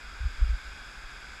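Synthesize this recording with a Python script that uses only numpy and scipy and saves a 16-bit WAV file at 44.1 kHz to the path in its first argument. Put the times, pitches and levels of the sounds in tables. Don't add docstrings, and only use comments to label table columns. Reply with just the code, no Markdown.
import sys
import numpy as np
from scipy import signal
from scipy.fft import rfft, irfft, next_fast_len
from scipy.io import wavfile
from scipy.ndimage import uniform_filter1d, map_coordinates

SR = 44100
rng = np.random.default_rng(int(sys.argv[2]) if len(sys.argv) > 2 else 0)


def to_wav(s):
    ch = np.atleast_2d(s).T
    pcm = np.round(np.clip(ch, -1, 1) * 32767)
    wavfile.write(sys.argv[1], SR, pcm.astype(np.int16))


N = 61740


def amp(db):
    return 10 ** (np.asarray(db) / 20)


def unit(x):
    return x / np.sqrt(np.mean(x ** 2) + 1e-20)


def along(points, hz):
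    point_hz, values = np.transpose(points)
    return np.interp(np.log(hz + 1), np.log(point_hz + 1), values)


def wobble(rate):
    knots = rng.standard_normal(256)
    return map_coordinates(knots, [np.arange(N) * rate / SR], mode="wrap")


def filtered(x, response):
    m = next_fast_len(N + SR // 2)
    hz = np.fft.rfftfreq(m, 1 / SR)
    return irfft(rfft(x, m) * response(hz), m)[:N]


def coloured(x, spectrum):
    return unit(filtered(x, lambda hz: amp(along(spectrum, hz))))


def patchy_noise(patchy_db):
    cells = signal.stft(rng.standard_normal(N), nperseg=256)[2]
    field = rng.standard_normal(cells.shape)
    field = uniform_filter1d(field, size=4, axis=0)
    field = uniform_filter1d(field, size=12, axis=1)
    return signal.istft(cells * amp(patchy_db * unit(field)), nperseg=256)[1][:N]


# f/Hz, relative level/dB
RUMBLE_SPECTRUM = [(8, -6.5), (18, -6), (35, 3), (52, 0.5), (66, -1), (85, -36), (130, -62)]
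# t/s, level/dB
RUMBLE_LEVEL = [(0, -49), (.13, -44.5), (.35, -43), (.6, -45.5), (.75, -48), (.92, -46.5), (1.1, -46),
                (1.2, -49.5), (1.4, -53.5)]


def rumble():
    level_db = np.interp(np.arange(N) / SR, *np.transpose(RUMBLE_LEVEL))
    return amp(level_db) * coloured(rng.standard_normal(N), RUMBLE_SPECTRUM)


# t/s at the crest, level/dB at the crest, f/Hz at the crest, rise/s, fall/s
THUMPS = [(0.13, -36, 45.6, 0.012, 0.025), (0.2128, -26, 56.5, 0.0087, 0.034),
          (0.2443, -29, 78, 0.011, .012), (.2595, -19, 56, 0.0057, 0.022), (.338, -39.5, 36.8, 0.013, .025),
          (.395, -28.5, 25.8, 0.013, 0.034), (0.4286, -12, 44.7, .012, 0.017),
          (.464, -23, 41.7, 0.03, .015), (.503, -17.5, 49, 0.012, 0.024), (0.538, -20, 42, 0.0082, 0.015),
          (.680, -39.5, 49, 0.039, 0.05), (.980, -42.5, 51, 0.019, 0.032),
          (1.054, -37.5, 35.8, 0.016, .020), (1.31, -42.5, 54.7, 0.036, 0.027)]
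THUMP_SAG_OCT_PER_S = 2.7


def thumps():
    out = np.zeros(N)
    for crest_s, level_db, hz, rise_s, fall_s in THUMPS:
        t = np.arange(N) / SR - crest_s
        swell = np.exp(-(t / np.where(t < 0, rise_s, fall_s)) ** 2)
        cycles = hz * t * 2 ** (-THUMP_SAG_OCT_PER_S * t / 2)
        out += amp(level_db) * swell * np.sin(2 * np.pi * cycles)
    return out


# f/Hz, relative level/dB
PLUNGE_SPECTRUM = [(40, -22), (90, 1), (140, 3), (190, -3.5), (260, -12), (500, -51)]
PLUNGE_DB = -63.5


def plunge():
    return amp(PLUNGE_DB) * coloured(rng.standard_normal(N), PLUNGE_SPECTRUM)


# f/Hz, relative level/dB
RUSH_SPECTRUM = [(130, -31), (220, -12), (479, -16.5), (658, -15.5), (813, -13), (1020, -12.5), (1180, -10),
                 (1310, -4.5), (1410, -5.5), (1560, 1), (1870, -13), (2190, -7.5), (2470, -7), (3060, -20),
                 (3340, -10), (3990, -18), (4280, -21), (4930, -10), (6090, -28), (6540, -21.5),
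                 (7530, -20), (8520, -32.5), (11300, -33), (13500, -48), (15000, -43)]
SHEET_DB, PATCHY_DB = -47, 0.5


def sheets():
    return amp(SHEET_DB) * coloured(patchy_noise(PATCHY_DB), RUSH_SPECTRUM)


SURGE_DB, SURGES_PER_S = 0.33, 5.16


def wash():
    return (sheets() + plunge()) * amp(SURGE_DB * wobble(SURGES_PER_S))


BUBBLE_DB, BUBBLES_PER_S = -54, 2600
BUBBLE_HZ, BUBBLE_SPREAD_OCT = 2179, 0.902
BUBBLE_CYCLES, BUBBLE_RISE = 12.8, .12
BUBBLE_SIZE_DB = 1.5


def bubbles():
    draws = rng.random((int(BUBBLES_PER_S * N / SR), 4))
    when, pitch, turn, size = draws.T[:, :, None]
    octaves = BUBBLE_SPREAD_OCT * np.sqrt(-2 * np.log(1 - pitch)) * np.cos(2 * np.pi * turn)
    hz = np.clip(BUBBLE_HZ * 2 ** octaves, 300, 13000)
    k = np.arange(SR // 50)
    age = np.minimum(hz * k / SR / BUBBLE_CYCLES, 2)
    cycles = BUBBLE_CYCLES * age * (1 + BUBBLE_RISE * age / 2)
    ring = np.sin(2 * np.pi * cycles) * np.exp(-np.pi * age) * (age < 2)
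    strength = amp(-BUBBLE_SIZE_DB * np.log(1 - .98 * size))
    position = (when * N).astype(int) + k
    train = np.bincount(position.ravel(), (strength * ring).ravel(), N)[:N]
    return amp(BUBBLE_DB) * coloured(train, RUSH_SPECTRUM)


# f/Hz, half width/Hz, level/dB
HOUSING = [(1517, 29, 1), (2676, 55, -3), (3340, 94, 2), (3750, 69, 1), (4890, 58, -1.5), (5030, 85, 2),
           (5280, 150, -3.5), (6710, 180, 3.5), (6900, 144, -5), (9920, 400, 2.5), (10750, 130, -2),
           (15100, 350, -11)]


def housing(hz):
    return amp(sum(db * np.exp(-((hz - centre) / width) ** 2) for centre, width, db in HOUSING))


def scene():
    water = filtered(wash() + bubbles(), housing)
    return (rumble() + thumps() + water)[None]


TOP_HZ = 15200


def record(dry):
    return np.array([filtered(channel, lambda hz: hz < TOP_HZ) for channel in dry])


dry = scene()
out = record(dry)
to_wav(out)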